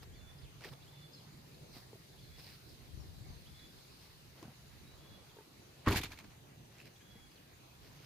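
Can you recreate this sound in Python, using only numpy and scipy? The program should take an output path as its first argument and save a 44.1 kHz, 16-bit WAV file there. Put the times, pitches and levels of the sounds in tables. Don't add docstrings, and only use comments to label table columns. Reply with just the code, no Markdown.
import sys
import numpy as np
from scipy import signal
from scipy.fft import rfft, irfft
from scipy.io import wavfile
from scipy.ndimage import uniform_filter1d

SR = 44100
rng = np.random.default_rng(int(sys.argv[2]) if len(sys.argv) > 2 else 0)


def put_to_file(sound):
    columns = np.atleast_2d(sound).T
    safe = np.clip(columns, -1, 1)
    whole_steps = np.round(safe * 32767)
    wavfile.write(sys.argv[1], SR, whole_steps.astype(np.int16))


def makeup_ratio(level_db):
    decades = np.asarray(level_db, float) / 20
    return 10 ** decades


N = 355049


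def evened(x):
    return x / np.sqrt(np.mean(x ** 2) + 1e-20)


def read(points, hz):
    point_hz, value = np.transpose(points)
    return np.interp(np.log(hz + 1), np.log(point_hz + 1), value)


def curves(rows):
    s, *columns = np.transpose(rows)
    t = np.arange(s[0], s[-1], 1 / SR)
    return t, [np.interp(t, s, column) for column in columns]


def add(mix, s, sound):
    part = mix[..., max(round(s * SR), 0):][..., :sound.shape[-1]]
    part += sound[..., :part.shape[-1]]


def band(x, lo_hz, hi_hz, order=2):
    sos = signal.butter(order, [lo_hz, min(hi_hz, SR / 2.1)], "band", fs=SR, output="sos")
    return evened(signal.sosfilt(sos, x))


def resonate(x, hz, width_hz):
    return signal.lfilter(*signal.iirpeak(hz, hz / width_hz, SR), x)


def soft_ends(t):
    return signal.windows.tukey(len(t), 0.1)


def slow_noise(shape, window):
    noise = rng.standard_normal(shape)
    return evened(uniform_filter1d(uniform_filter1d(noise, window), window))


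def ring(modes, rise_s=0.0003, soft=1, loose=1):
    t = np.arange(SR // 2) / SR
    detune = 1 + loose * rng.uniform(-0.032, 0.036, len(modes))
    phase = 2 * np.pi * soft * rng.random(len(modes))
    out = np.zeros(len(t))
    for (hz, db, t60_s), d, p in zip(modes, detune, phase):
        out += makeup_ratio(db - 60 * t / t60_s) * np.sin(2 * np.pi * hz * d * t + p)
    return out * (1 - np.exp(-t / rise_s)) ** 2


def crackle(size, per_s, spread_db, hiss):
    happens = rng.random(size) < per_s / SR
    scale = np.minimum(rng.exponential(1, size), 4)
    noise = rng.standard_normal((2, 2, size))
    snaps = evened(happens * makeup_ratio(spread_db * scale) * noise[0])
    return evened(snaps + hiss * noise[1])


# start_s, boom_db, panel_db, spot_hz, way (push +1, rebound -1)
GATE_BLOWS = [(5.87, -22, -26.5, 298, 1), (5.8756, -21.5, -28, 200, -1), (5.8827, -41, -24, 310, 1),
              (5.890, -31, -38, 200, 1), (5.9059, -34, -25.5, 406, 1), (5.914, -52, -35, 430, -1),
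              (5.921, -41, -34, 340, 1), (5.9284, -49, -31.5, 293, -1), (5.943, -37, -36, 250, -1),
              (5.956, -27.5, -34, 300, 1), (5.963, -38, -36, 330, -1), (5.973, -49, -37, 410, 1),
              (5.979, -49, -42, 300, 1), (6.001, -40, -42, 300, 1), (6.039, -39, -41.5, 354, 1),
              (6.09, -43, -53.5, 300, 1), (6.134, -48, -54, 300, -1)]
# pitch_hz, level_db, t60_s (time to die by 60 dB)
BODY_BOOM = [(40, -5, .11), (60, -1.5, .12), (92, 2.5, .11), (120, -10, .2)]
# pitch_hz, level_db, t60_s
PANEL_SKIN = [(160, -8, 0.04), (208, 0.5, 0.057), (250, 5, 0.045), (291, 6.5, 0.065), (336, -1.5, 0.059),
              (391, 1.5, 0.062), (475, -6, 0.03), (604, -7, 0.035), (755, -8, .025)]


def gate_blows():
    out = np.zeros((2, N))
    spot_db_per_octave = -15
    shudder_db, shudder_t60_s = -5, 0.07
    t = np.arange(SR // 5) / SR
    fade = makeup_ratio(shudder_db - 60 * t / shudder_t60_s) * (1 - np.exp(-t / 0.003))
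    for s, boom_db, panel_db, spot_hz, way in GATE_BLOWS:
        skin = [(hz, db + spot_db_per_octave * abs(np.log2(hz / spot_hz)), t60_s)
                for hz, db, t60_s in PANEL_SKIN]
        boom = makeup_ratio(boom_db) * ring(BODY_BOOM, 0.0045, 0.07)
        panel = makeup_ratio(panel_db - 2.5) * ring(skin, 0.0013, 0.093)
        shudder = band(rng.standard_normal(len(t)), 98, 360) * fade
        add(out, s, np.sign(way) * (boom + panel)[None])
        add(out, s, makeup_ratio(panel_db) * shudder[None])
    return out


# start_s, level_db
LATCH_CATCH = (5.8742, -26)
# pitch_hz, level_db, t60_s
LATCH_MODES = [(644, -11, 0.035), (1053, -5, 0.065), (1120, -1.5, 0.048), (1230, -10, 0.028),
               (1850, -8, 0.018)]


def latch():
    out = np.zeros((2, N))
    s, db = LATCH_CATCH
    add(out, s, makeup_ratio(db) * ring(LATCH_MODES, 0.0001, 0, 0)[None])
    return out


# time_s, level_db
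SEAL_SQUEEZE = [
    (5.846, -64),
    (5.857, -60),
    (5.863, -43),
    (5.874, -38.5),
    (5.878, -53),
]


def seal():
    out = np.zeros((2, N))
    t, (db,) = curves(SEAL_SQUEEZE)
    add(out, t[0], makeup_ratio(db) * band(crackle(len(t), 4000, 1.5, 0.86), 550, 2500))
    return out


# start_s, peak_db, bright_share_db, dull_share_db, length_s
TRIM_HITS = [(5.873, -40, -5, 17.5, 0.026), (5.8795, -28.5, -7.5, -27, 0.022),
             (5.901, -39, 3.5, 9.5, 0.025), (5.917, -26, -8, -10, 0.018), (5.928, -35, -1, 6, 0.02),
             (5.947, -29.5, -13, -17, 0.019), (5.959, -23, -4, -7.5, 0.018), (5.973, -21, -3.5, -11, 0.011),
             (5.985, -35, -11, 1, 0.015), (6.012, -35, -4, -10, 0.014), (6.031, -33, -9, -5, 0.025),
             (6.035, -31.5, -1, -5, 0.0091), (6.056, -35, -18, -5, 0.0094), (6.104, -49.5, -6, 3.5, 0.046),
             (6.12, -40, -8, -26, 0.011), (6.13, -45, -8.0, -9, 0.011), (6.174, -46, -10, -18, 0.012),
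             (6.187, -41.5, -8, -5, 0.015), (6.201, -55, -8.0, 9, 0.017), (6.24, -53, -7, 0.5, 0.025),
             (6.301, -56, -13, -2, 0.041)]
# pitch_hz, width_hz, level_db
TRIM_MODES = [(1780, 210, -3), (1990, 110, 11), (2300, 290, 11), (2550, 380, 1), (3740, 190, -16),
              (4380, 130, 0), (6330, 190, 2)]


def trim_rattles():
    out = np.zeros((2, N))
    size = 3000
    t = np.arange(size) / SR
    for s, db, bright_db, dull_db, length_s in TRIM_HITS:
        shape = (1 - np.exp(-t / 0.0034)) * np.exp(-(t / length_s) ** 1.17)
        snaps = crackle(size, 3500, 3.0, 0.6) * shape
        shift = rng.uniform(0.9, 1.026)
        trim = evened(sum(makeup_ratio(gain_db) * resonate(snaps, hz * shift, width_hz)
                          for hz, width_hz, gain_db in TRIM_MODES))
        hit = 0.67 * trim + 0.78 * band(snaps, 1800, 4680)
        hit += makeup_ratio(dull_db) * band(snaps, 710, 1920)
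        hit += makeup_ratio(bright_db - 2) * band(snaps, 9000, 13500)
        add(out, s - 0.002, makeup_ratio(db - 9.0) * hit * np.sqrt(np.mean(shape ** 2)))
    return out


# start_s, peak_db, ring_hz, wide_share_db
PART_CLACKS = [(5.863, -38, 1100, -12), (5.8785, -28, 1790, -18), (5.883, -34, 1120, -8),
               (5.9, -39, 1080, -10), (5.912, -34, 1000, -12), (5.9205, -33, 2550, -8),
               (5.945, -31, 860, -12), (5.96, -30, 1620, -2), (5.9685, -42, 2500, 4),
               (5.973, -39, 1880, -8), (5.984, -39, 1710, -1), (6.014, -46, 2390, -2),
               (6.018, -40, 3530, -10), (6.0375, -41, 2480, 5), (6.044, -41, 3500, -4),
               (6.058, -46, 1620, -8), (6.1195, -45.5, 2390, -1), (6.126, -50, 1710, -4),
               (6.134, -46, 1650, -10), (6.177, -51, 2380, -9.5), (6.19, -49, 2340, -1),
               (6.202, -51, 2320, -6), (6.243, -53, 1650, -8)]
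# start_s, peak_db, ring_hz, wide_share_db
SHARP_TICKS = [(0.028, -54, 1880, -8), (0.6092, -53, 1500, 2), (0.6204, -56, 2290, 3),
               (0.6235, -58, 2400, 0), (0.638, -45, 2010, -9), (0.6395, -44, 4730, -13),
               (0.6457, -37.5, 1850, -11), (0.649, -48, 1980, 3), (0.654, -49, 2300, -9),
               (0.659, -56, 1300, -6), (0.6565, -57, 4900, -2), (0.688, -64, 2600, 0),
               (0.721, -58, 1800, -6), (0.742, -61, 1090, -3), (0.747, -63, 850, -7), (0.672, -60, 3000, 3),
               (0.6794, -56, 1500, -5), (0.7285, -54, 1310, 0), (0.7355, -53, 3500, -4),
               (0.7372, -51, 900, -0.5), (1.768, -55, 1690, -2), (1.93, -50, 790, -6),
               (2.3855, -60, 4400, -4), (2.4, -52, 5090, 0), (2.443, -46, 5000, -12),
               (2.468, -48, 4530, -5), (2.698, -63, 4800, -7), (4.4285, -47.5, 1090, 0),
               (4.454, -54, 1500, -6), (5.368, -59, 1100, -2), (5.386, -56, 1600, -4),
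               (5.408, -56, 1100, -6), (6.7845, -57, 2450, 4), (6.791, -57, 2630, -10),
               (6.8015, -47, 2630, -8), (6.8145, -52, 2550, -1), (6.821, -59, 2400, 3),
               (6.829, -60, 2500, -10), (6.857, -58, 5000, 3), (6.8635, -57, 2410, -10),
               (6.87, -54, 2550, -4), (6.877, -55, 2350, 2)]


def ticks(rows, t60_s):
    out, t = np.zeros((2, N)), np.arange(2000) / SR
    snap_s = 0.0008
    edge = band(t == 0, 500, 4800, order=1)
    noise = band(rng.standard_normal((len(rows), 2, len(t))), 560, 5300)
    snaps = 0.6 * noise * np.exp(-t / snap_s) + 2.5 * edge / edge.max()
    fade = makeup_ratio(-60 * t / t60_s) * (1 - np.exp(-t / 0.00027))
    for (s, db, hz, wide_db), snap in zip(rows, snaps):
        tone = np.sin(2 * np.pi * hz * np.array([[1], [1.04]]) * t) * fade
        add(out, s, makeup_ratio(db) * (makeup_ratio(wide_db) * snap + tone))
    return out


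# peak_s, build_up_s, level_db, dull_share_db, crisp_share_db
LUGGAGE_RUSTLES = [(0.032, 0.014, -65.5, 8.5, 7.5), (.652, 0.049, -55.5, 3, -1.5),
                   (.69, 0.049, -77, 13, 11), (.73, 0.018, -70, 11, 7.5), (1.742, 0.046, -69.5, -11, 6.5),
                   (1.771, 0.038, -66, 9.5, 5), (1.81, 0.055, -79, -6, 13), (2.394, 0.035, -62.5, 0, 2),
                   (2.44, 0.072, -71, 5, 8), (2.495, 0.076, -62, -8, 0.5), (2.55, 0.048, -70, -12, 3),
                   (2.7, .07, -77.5, -3, 12.5), (4.04, 0.087, -68.5, 2.5, 3), (4.39, 0.039, -68.5, 6, 1),
                   (4.436, 0.023, -70.5, 11, 3), (4.49, 0.053, -85, 19, -4), (5.05, 1, -79.5, 11, -5),
                   (6.755, 0.069, -66.5, 2, -6), (6.805, 0.034, -64, -12, -4),
                   (6.865, 0.025, -61, -2, -1.5), (7.85, 0.046, -68, -1, -1), (7.885, 0.055, -70.5, -1, 0),
                   (7.97, 0.073, -72, 5.5, 3.5), (8.05, 0.06, -63.5, -5, -2.5)]


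def rustles():
    layers = np.zeros((3, N))
    ends_db, let_go = -12.5, 0.99
    for s, rise_s, db, dull_db, crisp_db in LUGGAGE_RUSTLES:
        t, (level_db,) = curves([(s - rise_s, ends_db), (s, 0), (s + let_go * rise_s, ends_db)])
        shares_db = np.array([[0], [dull_db], [crisp_db]])
        add(layers, t[0], makeup_ratio(level_db + db + shares_db) * soft_ends(t))
    grains = crackle(N, 3500, 2.0, 0.8)
    middle, dull = band(grains, 1240, 2960), band(grains, 137, 1480)
    crisp = band(grains, 3950, 5440) + makeup_ratio(-3) * band(grains, 4600, 20000)
    return layers[0] * middle + layers[1] * dull + layers[2] * crisp


# start_s, peak_db, ring_hz, overtone_hz, overtone_db
SMALL_KNOCKS = [(0.607, -63, 245, 1600, -10), (0.653, -45, 417, 1010, -13), (0.732, -48.5, 480, 900, -5),
                (1.765, -44.5, 258, 717, -10), (1.931, -43, 417, 830, -27), (1.953, -49, 370, 650, -9),
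                (3.663, -55, 310, 756, -20), (4.426, -41, 318, 750, -22), (4.453, -45, 199, 960, -21),
                (4.48, -41, 210, 770, -17), (5.367, -48, 430, 913, -12), (5.386, -45, 420, 890, -10),
                (5.407, -49, 420, 864, -12), (7.156, -46, 199, 464, -11.5)]


def knocks():
    out = np.zeros((2, N))
    t60_s = 0.044
    for s, db, hz, over_hz, over_db in SMALL_KNOCKS:
        modes = [(hz, 0, t60_s), (over_hz, over_db, t60_s * 1.7)]
        add(out, s, makeup_ratio(db) * ring(modes, 0.00048, 0)[None])
    return out


def glide(length_s, from_hz, to_hz, db, bend=1.24, fade_db=0, skip_db=0):
    u = np.linspace(0, 1, round(length_s * SR))
    waver, breaks = slow_noise((2, SR // 5), 130)[:, :len(u)]
    hz = from_hz + (to_hz - from_hz) * (1 - (1 - u) ** (1 / bend)) + 40 * waver
    handover = np.exp(-((hz - 3830) / 170) ** 2)
    level_db = db + fade_db * u + skip_db * handover + 2.0 * breaks
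    return makeup_ratio(level_db) * np.sin(2 * np.pi * np.cumsum(hz) / SR) * signal.windows.tukey(len(u), 0.35)


# start_s, swell_s, pitch_hz, top_db, scoop_db
LONG_WHISTLES = [(.155, 0.16, 3490, -65, -70), (.9, .168, 3490, -63.5, -69), (2.205, 0.16, 3440, -66, -73),
                 (3.49, 0.172, 3450, -63.5, -68), (5, 0.16, 3397, -65, -75), (7.035, 0.212, 3350, -66, -72)]
# centre_s, half_width_s, change_db
WHISTLE_FALTERS = [
    (2.25, .02, -8),
    (2.315, .02, -10),
    (3.53, .015, -8),
    (7.118, .014, 6),
    (7.139, .008, -14),
]


def whistles():
    out = np.zeros(N)
    swell_db, sag_hz = -10, 50
    cut_s, cut_db, release_s, release_db = 0.008, -11, 0.06, -14
    scoop_s, scoop_low, scoop_bend = 0.034, 0.81, 0.392
    for s, swell_s, hz, db, scoop_db in LONG_WHISTLES:
        top_s = s + swell_s
        t, (sag, level_db) = curves([(s, 0.5, swell_db), (s + swell_s / 2, 0, 0.55 * swell_db),
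                                     (top_s, -0.5, 0), (top_s + cut_s, 0, cut_db),
                                     (top_s + release_s, 0, release_db)])
        tone = np.sin(2 * np.pi * np.cumsum(hz + sag_hz * sag) / SR)
        add(out, s, makeup_ratio(db + level_db) * tone * soft_ends(t))
        add(out, s - scoop_s, glide(scoop_s + 0.0042, scoop_low * hz, hz, scoop_db, scoop_bend))
    now = np.arange(N) / SR
    for s, half_s, db in WHISTLE_FALTERS:
        out = out * makeup_ratio(db * np.exp(-((now - s) / half_s) ** 2))
    return out


# start_s, length_s, pitch_hz, level_db
BIRD_PIPS = [(.382, 0.02, 4970, -67), (1.131, 0.024, 5020, -61.5), (1.19, 0.045, 5020, -73),
             (3.2, 0.03, 4550, -73), (3.724, .018, 4930, -72), (3.365, .04, 4300, -73),
             (0.15, .016, 2300, -72), (0.206, .014, 2780, -73), (7.314, .014, 4975, -70),
             (2.4, 0.027, 3450, -76), (7.005, .025, 1700, -74), (7.1, .09, 1660, -79)]
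# start_s, length_s, level_db
BIRD_SLIDES = [(.135, .08, -73.5), (1.114, .083, -66.5), (2.183, .095, -70.5), (3.28, .095, -72)]
# from_hz, to_hz
SLIDE_PITCHES = (5050, 4020)
# start_s, from_hz, to_hz, level_db
BIRD_DROPS = [(.421, 5120, 2540, -64.5), (1.175, 5100, 2710, -63), (3, 5730, 5100, -67),
              (3.765, 4800, 2950, -67.5), (3.826, 4730, 3220, -67.5), (5.295, 3650, 3100, -65),
              (7.352, 5110, 2310, -65)]
# start_s, length_s, from_hz, to_hz, level_db
BIRD_FLICKS = [(0.823, 0.016, 3110, 4330, -65.5), (2.122, 0.026, 3330, 4020, -74),
               (3.59, 0.013, 3660, 4230, -62), (3.912, .027, 4900, 5500, -73),
               (4.85, .115, 3750, 4110, -70.5), (6.957, 0.014, 3110, 3750, -70),
               (6.997, .022, 1800, 2950, -74), (1.542, .011, 4500, 3650, -62),
               (1.236, .016, 4750, 4200, -71), (0.312, .01, 3450, 3800, -72), (3.53, .02, 3200, 3450, -71)]


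def chirps():
    out = np.zeros(N)
    for s, length_s, hz, db in BIRD_PIPS:
        add(out, s, glide(length_s, 1.006 * hz, 0.994 * hz, db))
    for s, length_s, db in BIRD_SLIDES:
        add(out, s, glide(length_s, *SLIDE_PITCHES, db, bend=0.58))
    for s, from_hz, to_hz, db in BIRD_DROPS:
        length_s = 0.017 + (from_hz - to_hz) / 99000
        add(out, s, glide(length_s, from_hz, to_hz, db, bend=0.8, fade_db=-5, skip_db=-14))
    for s, *stroke in BIRD_FLICKS:
        add(out, s, glide(*stroke))
    return out


def birds():
    flutter_db = 0.7 * slow_noise((2, N), 300)
    return np.sqrt(2) * (whistles() + chirps()) * makeup_ratio(flutter_db)


# time_s, level_db
INSECT_LEVEL = [(0, -73), (.75, -67.5), (2, -66), (2.5, -64), (3, -65.5), (3.9, -63.5), (4.3, -67),
                (5.8, -68), (6.5, -77), (6.8, -71), (8.05, -70.5)]


def insects(lumps):
    now = np.arange(N) / SR
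    level_db = np.interp(now, *np.transpose(INSECT_LEVEL))
    noise = rng.standard_normal((4, N))
    chorus = band(noise[:2] * makeup_ratio(1.0 * lumps), 3700, 5110)
    leaf_hiss = band(noise[2:], 8800, 15100)
    return makeup_ratio(level_db - 3.0) * (chorus + makeup_ratio(-5.0) * leaf_hiss)


# time_s, level_db
ENGINE_LEVEL = [(0, -61.5), (.8, -57.5), (1.7, -59.5), (2.6, -59), (2.94, -64), (3.2, -61), (4.1, -67),
                (4.5, -59), (4.9, -67), (5.6, -68), (6.5, -60.5), (7.25, -68.5), (8.05, -61)]


def engine():
    level_db = np.interp(np.arange(N) / SR, *np.transpose(ENGINE_LEVEL))
    hum = rng.standard_normal(N)
    for _ in range(2):
        hum = resonate(hum, 133.6, 52)
    return makeup_ratio(level_db - 2.5) * evened(hum)


# centre_s, half_width_s, level_db
BREEZE_PUFFS = [(.15, 0.32, -55), (.73, 0.19, -60.5), (1.7, 0.38, -69), (2.34, 0.17, -57),
                (2.8, 0.15, -62.5), (3.19, 0.23, -63.5), (3.55, 0.3, -66), (4.83, 0.22, -60.5),
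                (5.1, 0.24, -68), (6.3, 0.071, -63), (7.19, 0.08, -61.5), (7.8, 0.17, -66),
                (4.2, 0.18, -65.5)]
# time_s, level_db
WIND_GUST = [(2.86, -66), (2.91, -54), (2.99, -51), (3.085, -58), (3.11, -53), (3.21, -55), (3.29, -49.5),
             (3.36, -57), (3.5, -64)]


def wind(lumps):
    now = np.arange(N) / SR
    strength = makeup_ratio(-82)
    for s, half_s, db in BREEZE_PUFFS:
        strength = strength + makeup_ratio(db) * np.exp(-((now - s) / half_s) ** 2)
    out = strength * band(rng.standard_normal((2, N)) * makeup_ratio(3.7 * lumps), 41, 100.4)
    t, (gust_db,) = curves(WIND_GUST)
    eddies = band(crackle(len(t), 300, 1.5, 0.6), 45, 130)
    sides_db = np.array([[4.5], [-2.5]])
    add(out, t[0], makeup_ratio(gust_db + sides_db) * eddies * soft_ends(t))
    return out


# pitch_hz, level_db (per Hz)
AIR_COLOUR = [(30, -33), (60, -14), (80, -4), (156, -6), (256, -11), (333, -9), (600, -15.5), (1450, -21),
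              (2200, -21), (3150, -21.5), (4800, -27.5), (6400, -28.5), (7900, -34.5), (11500, -30),
              (15300, -33)]
# pitch_hz, likeness (0 to 1)
AIR_LIKENESS = [(60, 0.78), (300, 1), (640, 0.027), (1400, 0.07), (3000, 0.32), (15000, 0.067)]


def air():
    frames, hz = N // 256 + 5, np.fft.rfftfreq(1024, 1 / SR)
    a, b, c, d, patches = rng.standard_normal((frames, 513, 5)).T
    patches = evened(uniform_filter1d(uniform_filter1d(patches, 12, 0), 14, 1))
    same = np.clip(read(AIR_LIKENESS, hz), 0, 1)[:, None]
    late = np.exp(-2j * np.pi * hz * 0.000457)[:, None]
    left = a + 1j * b
    right = same * late * left + np.sqrt(1 - same ** 2) * (c + 1j * d)
    z = np.array([left, right]) * makeup_ratio(read(AIR_COLOUR, hz)[:, None] + 2.13 * patches)
    hiss = signal.istft(z, nperseg=1024, noverlap=768)[1][:, :N]
    return makeup_ratio(-60.31) * evened(hiss)


# pitch_hz, t60_s
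ECHO_DECAY = [(60, 0.093), (500, 0.22), (2000, 0.61), (8000, 0.55)]


def yard(x):
    taps = np.zeros((2, SR))
    slots = np.arange(400, SR - 40, 40)
    at = slots + rng.integers(0, 40, (2, len(slots)))
    np.put_along_axis(taps, at, rng.choice([-1., 1.], at.shape), 1)
    hz, t, z = signal.stft(taps, SR, nperseg=256)
    fade = makeup_ratio(-60 * t / read(ECHO_DECAY, hz)[:, None])
    tail = signal.istft(z * fade, SR, nperseg=256)[1]
    return signal.fftconvolve(np.atleast_2d(x), tail / np.linalg.norm(tail[0]), axes=1)[:, :N]


# pitch_hz, likeness (0 to 1)
CAR_LIKENESS = [(60, 1), (640, 1), (1400, 0.8), (3000, 0.56), (7000, 0.038), (15000, 0.055)]
# pitch_hz, left_minus_right_db
CAR_LEAN = [(400, 1.5), (1100, 1.5), (2500, 0.5), (5000, -2.5), (12000, -4.5)]


def spread(x):
    hz = np.fft.rfftfreq(N, 1 / SR)
    same = np.clip(read(CAR_LIKENESS, hz), 0, 1)
    lean = makeup_ratio(read(CAR_LEAN, hz) / 2)
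    left, other = rfft(x)
    right = same * left + np.sqrt(1 - same ** 2) * other
    return irfft(np.array([left * lean, right / lean]), N)


def scene():
    car = gate_blows() + latch() + seal() + trim_rattles() + ticks(PART_CLACKS, 0.02)
    car += rustles() + knocks() + ticks(SHARP_TICKS, 0.014)
    song = birds()
    lumps = slow_noise((2, N), 1500)
    near = spread(car) + makeup_ratio(-20.5) * yard(car[0])
    trees = song + makeup_ratio(-5.5) * yard(song)
    return near + trees + insects(lumps) + engine() + wind(lumps) + air()


def band_limit(x):
    return signal.sosfilt(signal.butter(12, 15490, fs=SR, output="sos"), x)


# pitch_hz, left_minus_right_db
PORT_COLOUR = [(60, -1.5), (900, 0), (1800, -2.5), (2700, -1.5), (4200, -5), (6400, 13.5), (8100, 11),
               (9800, 4.5), (12500, 1.5), (15000, -3.5)]


def record(dry):
    hz = np.fft.rfftfreq(N, 1 / SR)
    tilt_db = read(PORT_COLOUR, hz) / 2
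    edge = 1 / (1 + (hz / 15520) ** 80)
    mix = irfft(rfft(dry) * makeup_ratio(np.array([tilt_db, -tilt_db])) * edge, N)
    return band_limit(mix)


dry = scene()
out = record(dry)
put_to_file(out)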